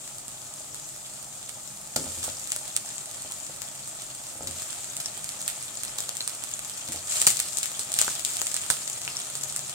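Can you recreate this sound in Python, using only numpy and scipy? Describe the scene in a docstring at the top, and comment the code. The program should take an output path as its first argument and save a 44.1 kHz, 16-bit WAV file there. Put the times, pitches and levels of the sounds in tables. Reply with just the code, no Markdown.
"""Potato cubes frying in a pot

Oil fizzes and crackles in a wide steel pot, heard from just above, as tiny steam bubbles burst.
Three handfuls of cubes thud in, and their water makes the oil spit harder each time.
The air in the pot rings, the kitchen echoes, and the stove rumbles and hums below."""
import sys
import numpy as np
from scipy import signal
from scipy.fft import rfft, irfft
from scipy.io import wavfile

SR = 44100
rng = np.random.default_rng(int(sys.argv[2]) if len(sys.argv) > 2 else 0)


def generate_wav(signal):
    """Clip the signal to [-1, 1] and save it as 16-bit WAV at the path in sys.argv[1]."""
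    frames = np.transpose(np.atleast_2d(signal))
    scaled = np.clip(frames, -1, 1) * 32767
    pcm = np.round(scaled).astype(np.int16)
    wavfile.write(sys.argv[1], SR, pcm)


N = 429534
TIME = np.arange(N) / SR


def from_db(db):
    """Turn decibels into a number to multiply by."""
    return 10 ** (np.asarray(db) / 20)


def unit_rms(x):
    """Scale a sound so that its average strength (rms) is 1."""
    return x / np.sqrt(np.mean(x ** 2) + 1e-20)


def drift(turns_per_s):
    """A curve that wanders at random around zero; rms 1."""
    points = rng.standard_normal(int(N / SR * turns_per_s) + 2)
    return unit_rms(np.interp(TIME * turns_per_s, np.arange(len(points)), points))


def add(track, start_s, sound):
    """Mix a short sound into a track."""
    at = int(start_s * SR)
    track[at:at + len(sound)] += sound[:N - at]


def coloured(x, tone, size=4096):
    """Make each pitch louder or softer, following a tone table."""
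    hz, level_db = np.transpose(tone)
    grid = np.maximum(np.fft.rfftfreq(size, 1 / SR), 1)
    gain = from_db(np.interp(np.log(grid), np.log(hz), level_db))
    # minimum phase: the filter rings after a click, never before it
    cepstrum = irfft(np.log(gain))
    cepstrum[1:size // 2] *= 2
    cepstrum[size // 2 + 1:] = 0
    return signal.oaconvolve(x, irfft(np.exp(rfft(cepstrum))))[:N]


def resonance(x, hz, width_hz):
    """Keep only the part of a sound near one pitch."""
    r = np.exp(-np.pi * width_hz / SR)
    feedback = [1, -2 * r * np.cos(2 * np.pi * hz / SR), r * r]
    return signal.lfilter(np.array([1, 0, -1]) * (1 - r * r) / 2, feedback, x + 1e-18)


def fading_tone(hz, ring_s):
    """A pure tone that fades by 60 dB in ring_s."""
    t = np.arange(int(ring_s * SR) + 2) / SR
    return np.sin(2 * np.pi * hz * t) * from_db(-60 * t / ring_s)


def room_noise(length, apart_hz=900):
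    """Noise at two close microphones: alike in the bass, unrelated in the treble."""
    mid, side = rng.standard_normal((2, length))
    high_pass = signal.butter(1, apart_hz, "high", fs=SR, output="sos")
    side = 0.45 * side + 0.47 * signal.sosfilt(high_pass, side)
    return np.array([mid + side, mid - side]) / np.sqrt(2)


# echoes from nearby surfaces: (delay [s], level [dB])
NEAR_ECHOES = [(.0014, -15), (.0024, -18), (.0074, -17), (.0096, -15)]
def paths(place, room_db, ring_s=0.21):
    """A click at a place across the pot (0-1) arrives directly, then as echoes and a fading tail."""
    t = np.arange(SR // 3) / SR
    tail = room_noise(len(t)) * from_db(-60 * t / ring_s) * (1 - np.exp(-t / 0.00031))
    out = from_db(room_db) * unit_rms(tail) / np.sqrt(len(t))
    out[0, int(place * .00024 * SR)] += 1   # the left microphone is farther away
    out[1, 0] += 1
    for delay_s, level_db in NEAR_ECHOES:
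        arrivals_s = delay_s + rng.uniform(-.0005, .0005) + rng.uniform(0, .0002, 2)
        out[[0, 1], (arrivals_s * SR).astype(int)] += from_db(level_db)
    return out


def heard(x, place, room_db):
    """A sound in the pot as it reaches the two microphones."""
    return signal.oaconvolve(x[None], paths(place, room_db), axes=1)[:, :N]


# each handful keeps frying once it is in: (time [s], strength [dB])
POTATO_HANDFULS = [(1.96, -4), (4.42, 0), (7.0, 0)]
# wet sides of the cubes fry harder until they dry: (time [s], strength [dB], rise [s], fade [s])
WET_SURGES = [(1.955, 4, 0.023, 1), (4.43, 4, 0.19, 0.13), (7.03, 14.5, 0.14, 0.21), (7.92, 13, 0.1, 0.13),
              (8.22, 6, 0.048, 0.54)]
def frying_strength(oil_db, cubes_db, surge_db, heat_up_s=0.098):
    """How hard it fries over time: the oil alone, plus every handful so far, plus the surges."""
    power = from_db(oil_db) ** 2
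    for s, level_db in POTATO_HANDFULS:
        power = power + from_db(cubes_db + level_db) ** 2 * np.clip((TIME - s) / heat_up_s, 0, 1)
    for s, level_db, rise_s, fade_s in WET_SURGES:
        rise = np.clip((TIME - s) / rise_s, 0, 1)
        fade = np.exp(-np.maximum(TIME - s - rise_s, 0) / fade_s)
        power = power + (from_db(surge_db + level_db) * rise * fade) ** 2
    return np.sqrt(power)


def clicks(per_s, spread_db, cap):
    """Clicks at random moments: many small, a few large; rms 1."""
    sizes = from_db(spread_db * np.minimum(rng.exponential(1, N), cap))
    return unit_rms((rng.random(N) < per_s / SR) * sizes * rng.choice([-1, 1], N))


# tones of the fine fizz, the crackle and the coarse bubbling: (pitch [Hz], level [dB])
FIZZ_TONE = [(200, -13), (1000, -5), (2500, 0), (4000, 3), (7000, 5), (10000, -1.5), (12500, 1),
             (16000, -7)]
CRACKLE_TONE = [(100, 3), (600, -8.5), (2000, 4.5), (4000, 10.5), (7000, 4), (10000, 2.5), (16000, 0)]
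BUBBLING_TONE = [(100, -10.5), (300, 4.5), (600, 1.5), (1200, 5.5), (2000, 6), (3200, 7), (5000, -0.5),
                 (8000, 0), (16000, -9)]
def sizzle(spots=5):
    """Tiny steam bubbles burst all over the oil, with coarser bubbling and flurries of crackles."""
    fizzing = frying_strength(oil_db=-53, cubes_db=-59.5, surge_db=-53.5)
    crackling = frying_strength(oil_db=-64, cubes_db=-60, surge_db=-56)
    boiling = frying_strength(oil_db=-60.5, cubes_db=-55.5, surge_db=-65)
    out = 0
    for place in np.linspace(0, 1, spots):
        fizz = fizzing * clicks(2500 * from_db(2.5 * drift(40)), spread_db=3.5, cap=4.3)
        crackle = crackling * clicks(170 / spots * from_db(4.3 * drift(14)), spread_db=3, cap=2.5)
        bubbling = boiling * clicks(500 * from_db(3 * drift(25)), spread_db=4.5, cap=4.7)
        bright = coloured(fizz, FIZZ_TONE) + coloured(crackle, CRACKLE_TONE)
        out = out + heard(bright + coloured(bubbling, BUBBLING_TONE), place, room_db=-1)
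    return out / np.sqrt(spots)


def ringing(per_s, low_hz, high_hz, cycles, spread_db, pitches=16):
    """Bubbles of many sizes, each ringing a few cycles at its own pitch; rms 1."""
    out = np.zeros(N)
    count = int(per_s * N / SR / pitches)
    for hz in np.geomspace(low_hz, high_hz, pitches):
        when, rarity, coin = rng.random((count, 3)).T
        sizes = from_db(spread_db * np.minimum(-np.log(rarity), 3)) * np.sign(coin - .5)
        kicks = np.bincount((when * N).astype(int), sizes, N)
        out += signal.oaconvolve(kicks, fading_tone(hz, cycles / hz))[:N]
    return unit_rms(out)


def bubbles():
    """Small bubbles tick as the water spits; larger ones simmer softly in the open oil."""
    ticks = frying_strength(oil_db=-58, cubes_db=-54.5, surge_db=-57)
    ticks *= ringing(220, low_hz=3070, high_hz=11460, cycles=17, spread_db=5.5)
    simmer = from_db(-64.5) * ringing(120, low_hz=655, high_hz=1430, cycles=8.9, spread_db=5, pitches=8)
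    return heard(ticks, place=.74, room_db=-1) + heard(simmer, place=.3, room_db=-3.5)


# tone of the rumble: (pitch [Hz], level [dB])
RUMBLE_TONE = [(20, -3.5), (35, 4), (60, -10), (95, -3), (132, 4.5), (175, -7.5), (300, -5.5), (450, -14.5),
               (650, -13), (1000, -14), (1300, -16), (1800, -20), (4000, -23.5)]
# how much the rumble differs between left and right: (pitch [Hz], difference [dB])
RUMBLE_SPREAD = [(25, 0), (70, -8), (140, -11), (280, -3), (600, -2), (1200, -3), (2500, -2.5)]
# notes of the hum: (pitch [Hz], level [dB])
HUM_NOTES = [(150.7, -69.5), (200, -66.5)]
# a low drone swells twice: (time [s], length [s], level [dB])
SWELLS = [(9.003, 0.23, -55), (9.28, 0.61, -54)]
def stove(drone_hz=138.4, fade_s=.06):
    """The stove rumbles and hums softly; near the end a low, wavering drone comes and goes."""
    mid, side = rng.standard_normal((2, N))
    side = coloured(side, RUMBLE_SPREAD)
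    rumble = unit_rms(np.array([coloured(x, RUMBLE_TONE) for x in (mid + side, mid - side)]))
    hum = sum(from_db(level_db + 2.4 * drift(4.6)) * np.sin(2 * np.pi * hz * TIME)
              for hz, level_db in HUM_NOTES)
    wavering_hz = drone_hz + 3 * drift(12)
    swell = sum(from_db(level_db) * np.clip(np.minimum(TIME - s, s + length_s - TIME) / fade_s, 0, 1)
                for s, length_s, level_db in SWELLS)
    drone = swell * np.sin(2 * np.pi * np.cumsum(wavering_hz) / SR)
    return from_db(-52) * rumble + np.sqrt(2) * (hum + drone)


def small_pops(per_s=13, spread_db=2.5, pan_spread_db=4.5, tail_db=-4):
    """Small drops burst at random, louder the more water there is; rows like those of LOUD_POPS."""
    strength = frying_strength(oil_db=-29, cubes_db=-27, surge_db=-29.5)
    count = int(per_s * N / SR)
    times = (np.arange(count) + rng.random(count)) / count * TIME[-1]
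    loudness, side = rng.standard_normal((2, count))
    levels_db = 20 * np.log10(strength[(times * SR).astype(int)]) + spread_db * loudness
    return [(s, db, pan_db, tail_db) for s, db, pan_db in zip(times, levels_db, pan_spread_db * side)]


def crack(fade_s=0.000087, size=256):
    """A ragged burst of noise under a millisecond long."""
    t = np.arange(size) / SR
    burst = rng.standard_normal(size) * np.exp(-t / fade_s)
    spectrum = rfft(np.roll(burst, size // 8))
    evened = spectrum / np.abs(spectrum) ** .6   # all pitches become nearly equally strong
    return unit_rms(irfft(evened)) / np.sqrt(size)


# the loudest bursting drops: (time [s], level [dB], left minus right [dB], tail next to crack [dB])
LOUD_POPS = [(1.493, -22.5, -7, -8), (1.96, -13.5, 2.5, -6), (2.241, -17, -3, 5.5), (2.5187, -11.5, 2, -5),
             (2.562, -14, 0, -9), (2.764, -5, -2.5, -14), (3.3201, -20, 0, -12), (3.6178, -18.5, 8, -1),
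             (4.9667, -17.5, 1, -11), (5.2903, -19.5, -5, -9), (5.478, -8.5, 0, -2.5),
             (5.834, -16.5, -4, -7), (5.9853, -13, -4, -3), (6.0037, -16, 4, -7), (6.0914, -13.5, 0, -12),
             (6.1683, -17.5, 9, -7), (6.276, -11, -2, -7), (6.4376, -19, -8, -5), (6.5917, -19.5, -1, -12),
             (6.9203, -22, 0, 7.5), (7.216, -3, -7, -17), (7.2667, 5.5, 7, -6), (7.303, -9, -9, -7),
             (7.3697, -17, 10, -17), (7.3914, -15, -5, 1), (7.4, -7, 8, -17), (7.5707, -14, 8, 1),
             (7.5847, -16, -11, -8), (7.63, -12, 2, 0), (7.6569, -14.5, 4, -3), (7.7929, -15, -2, 1.5),
             (7.918, -17.5, 2, -2), (7.9396, -12, -4, -7), (7.9878, -4.5, 1, -1), (8.0138, -0.5, 9, -15),
             (8.2488, -7.5, 3, -7), (8.3681, -16.5, -5, -13), (8.4157, -8.5, 5, -21),
             (8.4681, -14, 3.5, -3), (8.542, -11, -3, -4), (8.5648, -12, -3, -4), (8.701, -2, -6, -4),
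             (9.3525, -17, -3, -2), (9.436, -17.5, 14, -22), (9.5618, -14.5, 1, -3)]
# tones of a drop's sharp crack and of its low puff: (pitch [Hz], level [dB])
SNAP_TONE = [(100, -1.5), (600, -6), (2000, 0.5), (4000, 8), (7000, 4.5), (10000, 4), (13000, 1.5),
             (16000, 1.5)]
PUFF_TONE = [(25, -24), (70, -12), (200, -1.5), (400, -0.5), (700, -5.5), (1200, 1), (2000, 4.5),
             (3200, 1.5), (6000, -24), (16000, -40)]
def pops():
    """A water drop flashes to steam in the oil: a sharp crack, a low puff and a hissing tail."""
    cracks, puffs = np.zeros((2, 2, N))
    for s, level_db, pan_db, tail_db in list(LOUD_POPS) + small_pops():
        echoes = paths(rng.uniform(0.46, 1), tail_db)
        snap = signal.fftconvolve(crack()[None], echoes, axes=1)
        for mic, side in enumerate((1, -1)):
            add(cracks[mic], s + .0002, snap[mic] * from_db(level_db + 3 + side * pan_db / 2))
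            add(puffs[mic], s + .001006, echoes[mic] * from_db(level_db + 0.5))
    return np.array([coloured(high, SNAP_TONE) + coloured(low, PUFF_TONE)
                     for high, low in zip(cracks, puffs)])


# cubes land, tumble or bump as they are gathered: (time [s], knock [dB], thump [dB], boom [dB])
CUBE_HITS = [(1.962, -19.5, -36.5, -55), (1.994, -44, -40, -48), (2.066, -30, -46, -44),
             (2.172, -36.5, -50, -44), (2.279, -25.5, -51, -49), (3.247, -35.5, -55, -70),
             (3.496, -35, -53, -65), (4.354, -34, -58, -65), (4.407, -27.5, -46.5, -50),
             (4.44, -32, -53, -45), (4.484, -40, -48, -43), (6.888, -35, -44, -51),
             (6.944, -32.5, -48.5, -48)]
# notes of the loaded pot on its stand: (pitch [Hz], level [dB], ring time [s])
POT_NOTES = [(86.3, 2.5, 0.44), (153, -2, 0.26), (233, -1, .16), (329, 2.5, 0.19), (547, -18.5, 0.4),
             (632, -3, 0.061), (698, -11, .09), (827, -9.5, 0.035), (1280, -7.5, 0.025)]
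# tone of a soft cube's thud: (pitch [Hz], level [dB])
THUD_TONE = [(25, -36), (50, -20), (85, -4), (150, -9), (240, 6), (380, 0), (550, -3), (900, -12),
             (2000, -34), (8000, -47)]
def knocks(thud_s=0.042):
    """Each soft cube thuds and makes the pot ring; cubes settling afterwards give a low boom."""
    ring, thuds = np.zeros((2, N))
    t = np.arange(SR // 8) / SR
    for s, knock_db, thump_db, boom_db in CUBE_HITS:
        add(thuds, s, from_db(thump_db + 11.5) * rng.standard_normal(len(t)) * np.exp(-t / thud_s))
        for hz, level_db, ring_s in POT_NOTES:
            blow_db = np.interp(hz, [85, 150, 330, 520], [boom_db, thump_db + 6, thump_db, knock_db])
            add(ring, s + 0.00098, from_db(blow_db + level_db - 5) * fading_tone(hz, ring_s))
    return heard(ring, place=.2, room_db=-2.5) + heard(coloured(thuds, THUD_TONE), place=.2, room_db=2)


# short bursts of steam: (time [s], level [dB], fade [s])
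STEAM_BURSTS = [(1.963, -22.5, 0.0028), (2.2295, -34, .003), (4.4718, -34.5, 0.0064), (5.001, -35.5, .008),
                (7.2676, -16, 0.00099), (7.2727, -14, 0.0022)]
def sputters():
    """Wet potato meets the hot oil and sputters for a few milliseconds."""
    out = np.zeros(N)
    t = np.arange(SR // 20) / SR
    for s, level_db, fade_s in STEAM_BURSTS:
        add(out, s, from_db(level_db) * rng.standard_normal(len(t)) * np.exp(-t / fade_s))
    return heard(coloured(out, CRACKLE_TONE), place=.7, room_db=-6.5)


# large steam bubbles: (time [s], level [dB], pitch [Hz], ring length [cycles])
BIG_BUBBLES = [(5.059, -16.5, 5540, 28), (5.772, -28, 6950, 32), (6.207, -14.5, 4200, 31),
               (6.538, -24.5, 6800, 57), (7.272, -9, 1100, 2.7), (8.0807, -12.5, 1440, 6.9),
               (8.7025, -9, 1520, 5), (9.078, -13.5, 2730, 13), (9.169, -17.5, 5700, 38)]
def blips():
    """A large bubble rings briefly as it opens, at a pitch set by its size."""
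    out = np.zeros(N)
    for s, level_db, hz, cycles in BIG_BUBBLES:
        add(out, s, from_db(level_db) * fading_tone(hz, cycles / hz))
    return heard(out, place=.5, room_db=-8)


# where the air in the pot rings: (pitch [Hz], width [Hz], level [dB])
AIR_NOTES = [(530, 14, 2), (620, 47, 6), (697.5, 20, 7), (820, 92, -0.5), (1239, 166, -2)]
def scene():
    """The frying and the stove set the air in the pot ringing; blips and knocks are added on top."""
    cooking = sizzle() + bubbles() + sputters() + stove() + pops()
    air = sum(from_db(db) * resonance(cooking, hz, width_hz) for hz, width_hz, db in AIR_NOTES)
    return cooking + air + blips() + knocks()


# ringing of the microphone openings, left then right: (pitch [Hz], width [Hz], level [dB])
MIC_OPENINGS = [(7376, 840, 15.5), (8540, 890, 15.5)]
def record(dry, bass_cut_hz=50, treble_cut_hz=15900):
    """Each microphone opening rings; deep bass and top treble are cut and loud peaks are rounded."""
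    rung = np.array([x + from_db(level_db) * resonance(x, hz, width_hz)
                     for x, (hz, width_hz, level_db) in zip(dry, MIC_OPENINGS)])
    thinned = signal.sosfilt(signal.butter(2, bass_cut_hz, "high", fs=SR, output="sos"), rung)
    rounded = .9 * np.tanh(thinned / .9)
    low_pass = signal.firwin(301, treble_cut_hz, fs=SR)
    return signal.oaconvolve(rounded, low_pass[None], mode="same", axes=1)


dry = scene()
out = record(dry)
generate_wav(out)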